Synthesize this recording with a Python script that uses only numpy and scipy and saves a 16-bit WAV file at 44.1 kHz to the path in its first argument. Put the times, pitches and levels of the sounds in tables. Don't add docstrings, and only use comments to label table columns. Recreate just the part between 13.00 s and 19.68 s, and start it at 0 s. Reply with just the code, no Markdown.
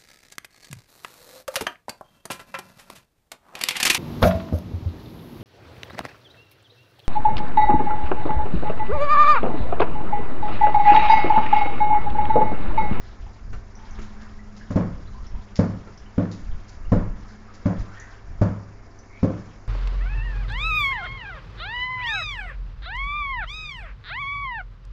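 import sys
import numpy as np
from scipy import signal
from scipy.io import wavfile

SR = 44100
rng = np.random.default_rng(int(sys.argv[2]) if len(sys.argv) > 2 else 0)


def unload_audio(sound):
    columns = np.transpose(np.atleast_2d(sound))
    steps = np.round(np.clip(columns, -1, 1) * 32767)
    wavfile.write(sys.argv[1], SR, steps.astype(np.int16))


N = 294527


def from_db(db):
    return 10 ** (np.asarray(db) / 20)


def rms_one(x):
    return x / np.sqrt(np.mean(x ** 2) + 1e-20)


def in_time(rows):
    s, *columns = np.transpose(rows)
    return [np.interp(np.arange(N) / SR, s, c) for c in columns]


def at_hz(points, hz):
    table_hz, values = np.transpose(points)
    return np.interp(np.log(hz), np.log(table_hz), values)


def filtered(x, hz, kind, order=2):
    return signal.sosfilt(signal.butter(order, hz, kind, fs=SR, output="sos"), x)


def drift(rate_hz):
    step, settle = 40, 2000
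    r = np.exp(-2 * np.pi * rate_hz * step / SR)
    white = rng.standard_normal(N // step + settle + 2)
    slow = signal.lfilter([1], [1, -2 * r, r * r], white)[settle:]
    return np.interp(np.arange(N) / step, np.arange(len(slow)), rms_one(slow))


def clicks(times_s, db):
    out = np.zeros(N)
    at = np.round(np.asarray(times_s) * SR).astype(int)
    out[np.clip(at, 0, N - 1)] = from_db(db)
    return out


def ring(hits, hz, t60_s):
    r, w = from_db(-60 / (t60_s * SR)), 2 * np.pi * hz / SR
    return signal.lfilter([0, np.sin(w)], [1, -2 * r * np.cos(w), r * r], hits + 1e-18)


def dying(hits, t60_s):
    return signal.lfilter([1], [1, -from_db(-60 / (t60_s * SR))], hits + 1e-18)


def swell(middle_s, length_s):
    return np.exp(-(2 * (np.arange(N) / SR - middle_s) / length_s) ** 2)


def flow(steady_db, swells):
    swell_power = sum((from_db(db) * swell(s, length_s)) ** 2 for s, length_s, db in swells)
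    return np.sqrt(from_db(steady_db) ** 2 + swell_power)


def noise_bands(spectrum):
    edges_hz = 28 * 2 ** (np.arange(26) / 3)
    centres_hz = np.sqrt(edges_hz[:-1] * edges_hz[1:])
    white = rng.standard_normal((2, N))
    bands = []
    for k, hz in enumerate(centres_hz):
        band = filtered(white[k % 2], edges_hz[k:k + 2], "band")
        bands.append(from_db(at_hz(spectrum, hz)) * band)
    bands = np.array(bands)
    return list(zip(centres_hz, bands / np.std(bands.sum(axis=0))))


def noise(spectrum, patchy_db):
    return rms_one(sum(band * from_db(patchy_db * drift(36)) for _, band in noise_bands(spectrum)))


def room(x, t60_s, wet_db):
    t = np.arange(SR // 2) / SR
    tail = rng.standard_normal(len(t)) * from_db(-60 * t / t60_s) * (t > 0.003)
    return x + from_db(wet_db) * signal.fftconvolve(x, tail / np.linalg.norm(tail))[:N]


# frequency in Hz, relative level in dB per Hz.
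FAN_SPECTRUM = [(30, -6.5), (60, -22), (120, -18.5), (200, 0), (300, -3), (480, -7), (900, -11),
                (1300, -21), (2100, -19), (2800, -34.5), (3800, -32.5), (5700, -17), (7000, -32.5)]
# frequency in Hz, rms level in dB.
FAN_LINES = [(100.3, -51.5), (399, -65.5), (678, -69)]
# time in seconds, mean rms level in dB.
HUM_LEVEL = [(0, -66), (0.86, -56.5), (1.02, -44), (1.3, -50), (1.6, -48), (2.1, -54.5), (3.8, -58),
             (4.35, -49), (5.1, -80), (6.68, -65)]


def fan(air_db=-54.5, hum_hz=210):
    t = np.arange(N) / SR
    air = from_db(air_db) * noise(FAN_SPECTRUM, patchy_db=2.3)
    lines = 0
    for hz, db in FAN_LINES:
        lines = lines + from_db(db + drift(2.8)) * np.sqrt(2) * np.sin(2 * np.pi * hz * t)
    wavering_hz = hum_hz * (1 + 0.01846 * drift(6))
    hum_db = in_time(HUM_LEVEL)[0] + 3.3 * drift(21)
    hum = from_db(hum_db) * np.sqrt(2) * np.sin(2 * np.pi * np.cumsum(wavering_hz) / SR)
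    return air + lines + hum


# middle in seconds, length in seconds, level in dB.
PUFFS = [(0.256, 0.1, -33), (0.524, 0.18, -29), (0.99, 0.23, -33), (2.054, 0.77, -33.5),
         (2.363, 0.083, -24.5), (3.518, 0.18, -25.5), (4.006, 0.37, -25), (4.813, 0.057, -22),
         (5.332, 0.17, -30.5)]


def rumble(corner_hz=38, draught_db=-39, fade_db_per_s=1.17):
    lumps = filtered(rng.standard_normal(N), corner_hz, "low")
    lumps = filtered(filtered(lumps, 4.25, "high"), 210, "low")
    fading_db = draught_db - fade_db_per_s * np.arange(N) / SR
    return flow(fading_db, PUFFS) * rms_one(lumps)


def bubbles(per_s, low_hz, high_hz, t60_cycles, spread_db, count=24):
    sizes = from_db(spread_db * np.minimum(rng.exponential(1, N), 3)) * rng.choice([-1, 1], N)
    born = sizes * (rng.random(N) < per_s / SR)
    dealt = rng.integers(0, count, N)
    rings = 0
    for k, hz in enumerate(np.geomspace(low_hz, high_hz, count)):
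        rings = rings + ring(born * (dealt == k), hz, t60_cycles / hz)
    return rms_one(room(rings, t60_s=0.17, wet_db=7))


# frequency in Hz, relative level in dB per Hz.
SLOSH_SPECTRUM = [(100, -21.5), (400, -1), (1000, 11), (1900, 9.5), (2800, -18), (7000, -12.5)]
# time in seconds, slosh level in dB, fizz level in dB.
TRICKLE = [(0, -54.5, -60.5), (0.7, -60.5, -75), (2.1, -56.5, -64), (5.08, -54.5, -68), (5.2, -56.5, -74),
           (6.68, -59, -81)]
# middle in seconds, length in seconds, slosh level in dB, fizz level in dB.
SQUEEZES = [(0.982, 0.5, -52, -61), (1.245, 0.2, -54, -63.5), (4.926, 0.7, -55, -61),
            (6.392, 0.42, -54, -60.5)]


def swish(drain_delay_s=0.25, drain_length_s=0.32, drain_gain_db=0.5):
    trickle_slosh_db, trickle_fizz_db = in_time(TRICKLE)
    drain = sum(from_db(slap_db) * swell(s + drain_delay_s, drain_length_s)
                for s, _, slap_db, *_ in BLOWS)
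    drain_db = drain_gain_db * drain
    s, length_s, slosh_db, fizz_db = np.transpose(SQUEEZES)
    slosh_bubbles = bubbles(per_s=490, low_hz=737, high_hz=2566, t60_cycles=20, spread_db=-3.0)
    slosh = from_db(-2) * noise(SLOSH_SPECTRUM, patchy_db=2.0) + from_db(-4.5) * slosh_bubbles
    fizz = bubbles(per_s=640, low_hz=2750, high_hz=6500, t60_cycles=7.6, spread_db=9.5)
    slosh_flow = flow(trickle_slosh_db + drain_db, zip(s, length_s, slosh_db))
    fizz_flow = flow(trickle_fizz_db + drain_db, zip(s, length_s, fizz_db))
    fizz_flow = fizz_flow * from_db(1.7 * drift(8.8))
    return slosh_flow * slosh + fizz_flow * fizz


# start in seconds, starting pitch in Hz, level before the room in dB.
DRIPS = [(0.265, 879, -43), (0.754, 5520, -41.5), (0.909, 6550, -42), (1.391, 1940, -44.5),
         (1.611, 1735, -41), (2.074, 3880, -49), (2.145, 994, -44.5), (2.183, 1154, -47),
         (2.267, 5220, -42.5), (2.349, 1005, -44.5), (2.976, 5600, -41), (3.06, 2800, -50),
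         (3.514, 3260, -49), (3.852, 2820, -52), (4.49, 1250, -42), (4.999, 6520, -36), (5.989, 5900, -42)]


def drips(rise=0.092, t60_cycles=120, wobble=0.071, attack_s=0.00035):
    out, t = np.zeros(N + SR), np.arange(SR // 6) / SR
    for s, hz, db in DRIPS:
        age, at = t * hz / t60_cycles, int(s * SR)
        quiver = wobble * rms_one(filtered(rng.standard_normal(len(t)), 280, "low"))
        pitch_hz = hz * (1 + rise * np.minimum(age, 2) + quiver)
        phase = 2 * np.pi * np.cumsum(pitch_hz) / SR
        envelope = np.exp(-np.log(1000) * age) * (1 - np.exp(-t / attack_s))
        out[at:at + len(t)] += from_db(db) * np.sin(phase) * envelope
    return room(out[:N], t60_s=0.26, wet_db=-0.5)


# start in seconds, relative level in dB.
TAPS = [(0.53, -32.5), (0.987, -35.5), (2.872, -41)]
# frequency in Hz, relative level in dB per Hz.
TAP_SPECTRUM = [(100, 3.5), (420, 5), (700, -11), (1300, -2), (2200, -10.5), (3000, -23.5), (7000, -25.5)]


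def taps():
    tick = filtered(dying(clicks(*np.transpose(TAPS)), t60_s=0.066), 250, "low", order=1)
    return room(tick * noise(TAP_SPECTRUM, patchy_db=1.5), t60_s=0.22, wet_db=0)


# middle in seconds, length in seconds, mid pitch in Hz,
# relative level in dB.
GUSHES = [(0.83, 0.13, 871, -54), (1.22, 0.087, 1694, -55), (4.93, 0.09, 1420, -51.5),
          (4.995, 0.078, 1850, -47.5), (5.083, 0.15, 1584, -55.5), (6.147, 0.12, 2212, -56.5)]


def gushes(octaves_per_s=1.8, width_hz=130):
    t, out = np.arange(N) / SR, 0
    for s, length_s, hz, db in GUSHES:
        pitch_hz = hz * 2 ** (octaves_per_s * np.clip(t - s, -length_s, length_s))
        turbulence = rms_one(filtered(rng.standard_normal(N), width_hz, "low"))
        tone = np.sin(2 * np.pi * np.cumsum(pitch_hz) / SR)
        out = out + from_db(db) * swell(s, length_s) * turbulence * tone
    return room(out, t60_s=0.33, wet_db=2)


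# start in seconds, relative level in dB.
SPATTERS = [(1.015, -7), (1.211, -11.5), (1.564, -7.5), (2.555, -1), (3.311, -4), (3.68, -9), (4.28, -12),
            (4.537, -10.5), (4.787, -7)]
# frequency in Hz, relative level in dB per Hz.
SPRAY_SPECTRUM = [(100, -39.5), (800, -32.5), (1800, 4.5), (3000, -5.5), (5500, 6.5), (7000, -3.5)]


def spray():
    s, *_, spray_db = np.transpose(BLOWS)
    bursts = clicks(s, spray_db) + clicks(*np.transpose(SPATTERS))
    crackle = rms_one(from_db(4.1 * drift(380)))
    cloud = filtered(dying(bursts, t60_s=0.14), 54, "low", order=1) * crackle
    droplets = cloud * noise(SPRAY_SPECTRUM, patchy_db=-1.0)
    return from_db(-40.5) * room(droplets, t60_s=0.55, wet_db=-3.5)


def pocket(hz, pocket_hz, width_octaves=0.6):
    return np.exp(-0.5 * (np.log2(hz / pocket_hz) / width_octaves) ** 2)


# start in seconds, thump in dB, slap in dB, slap brightness in dB per octave,
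# air pocket in Hz, air pocket in dB, spray in dB.
BLOWS = [(1.704, -11.5, -12, 1.5, 305, -1, -8), (1.758, 0, -2, -2, 706, 0, -8),
         (2.5894, -1.5, -1, -0.5, 240, 2, -7.5), (3.1789, -4, -5, -0.5, 298, 5, -23),
         (3.919, 1, -0.5, -0.5, 554, 1.5, -7.5), (4.656, -4, -4.5, 0.5, 248, 3, -8.5),
         (5.4137, 2, 0, -1.2, 305, -4.5, -7), (6.229, -2.5, -4, -2, 395, 4, -9)]
# frequency in Hz, relative level in dB, t60 in seconds.
BOOM_MODES = [(43.6, -34.5, 0.18), (66.8, -30.5, 0.63), (102, -15.5, 0.51), (108.8, -22.5, 0.45),
              (156.5, -27, 0.35), (172.3, -15, 0.37), (190.2, -19, 0.46), (230.7, -27.5, 0.38),
              (248.3, -9.5, 0.071), (288.5, -24, .22), (306.5, -31, 0.54), (440, -46.5, 0.086),
              (448.6, -34.5, 0.14), (490, -43, 0.2), (526, -31, 0.2), (584, -25.5, 0.22), (612, -29, 0.15),
              (689, -37.5, 0.24), (1050, -47, 0.2)]


def thumps(pop_low_hz=165, pop_high_hz=310):
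    s, thump_db, _, _, pocket_hz, pocket_db, _ = np.transpose(BLOWS)

    def strength_db(hz):
        return thump_db + pocket_db * pocket(hz, pocket_hz)

    scatter_db = 0.7 * rng.standard_normal((len(s), len(BOOM_MODES)))
    boom = 0
    for k, (hz, db, t60_s) in enumerate(BOOM_MODES):
        sign = -1 if hz < 210 else (-1) ** k
        hits = clicks(s, strength_db(hz) + db + scatter_db[:, k])
        boom = boom + sign * ring(hits, hz, t60_s)
    pop_hits = from_db(27.5) * clicks(s, strength_db(np.sqrt(pop_low_hz * pop_high_hz)))
    pop = filtered(pop_hits + 1e-18, [pop_low_hz, pop_high_hz], "band", order=3)
    return filtered(boom, 1300, "low") - pop


# frequency in Hz, relative level in dB per Hz.
SLAP_SPECTRUM = [(60, -14), (150, 0), (270, 2.5), (360, -6.5), (560, 3.5), (680, -8), (800, -12.5),
                 (1100, -8.5), (1350, -16.5), (1700, -19), (2300, -29), (3000, -55), (7000, -53.5)]
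# frequency in Hz, t60 in seconds.
SLAP_T60 = [(100, 1), (300, 0.5), (600, 0.47), (1200, 0.58), (2500, 0.63), (7000, 0.74)]
# delay in seconds, relative level in dB.
ECHOES = [(.0035, -10), (0.016, -4), (0.029, -18), (0.052, -8), (.075, -7), (.1, -36)]


def slaps():
    s, _, slap_db, brightness, pocket_hz, pocket_db, _ = np.transpose(BLOWS)
    grain, out = rms_one(from_db(0.61 * drift(110))), 0
    return_s = np.concatenate([s + delay_s for delay_s, _ in ECHOES])
    for hz, band in noise_bands(SLAP_SPECTRUM):
        tilt_db = brightness * np.log2(min(hz, 2500) / 700)
        level_db = slap_db + pocket_db * pocket(hz, pocket_hz) + tilt_db
        return_db = np.concatenate([level_db + db for _, db in ECHOES])
        smacks = from_db(7.5) * dying(clicks(return_s, return_db), t60_s=0.0075)
        ringing = dying(clicks(s, level_db), at_hz(SLAP_T60, hz))
        out = out + band * filtered(smacks + ringing, 190, "low", order=1)
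    return from_db(-23.0) * grain * out


def cracks(delay_s=0.0012):
    s, _, slap_db, *_ = np.transpose(BLOWS)
    snap = filtered(rng.standard_normal(N), 450, "high")
    snap = rms_one(filtered(snap, 870, "low", order=1))
    return from_db(-37.0) * snap * dying(clicks(s + delay_s, slap_db), t60_s=0.015)


def scene():
    background = fan() + rumble() + swish()
    water = drips() + gushes() + spray()
    cloth = taps() + thumps() + slaps() + cracks()
    return (background + water + cloth)[None]


def record(dry, stop_hz=7700):
    return signal.sosfilt(signal.cheby2(16, 45, stop_hz, fs=SR, output="sos"), dry)


dry = scene()
out = record(dry)
unload_audio(out)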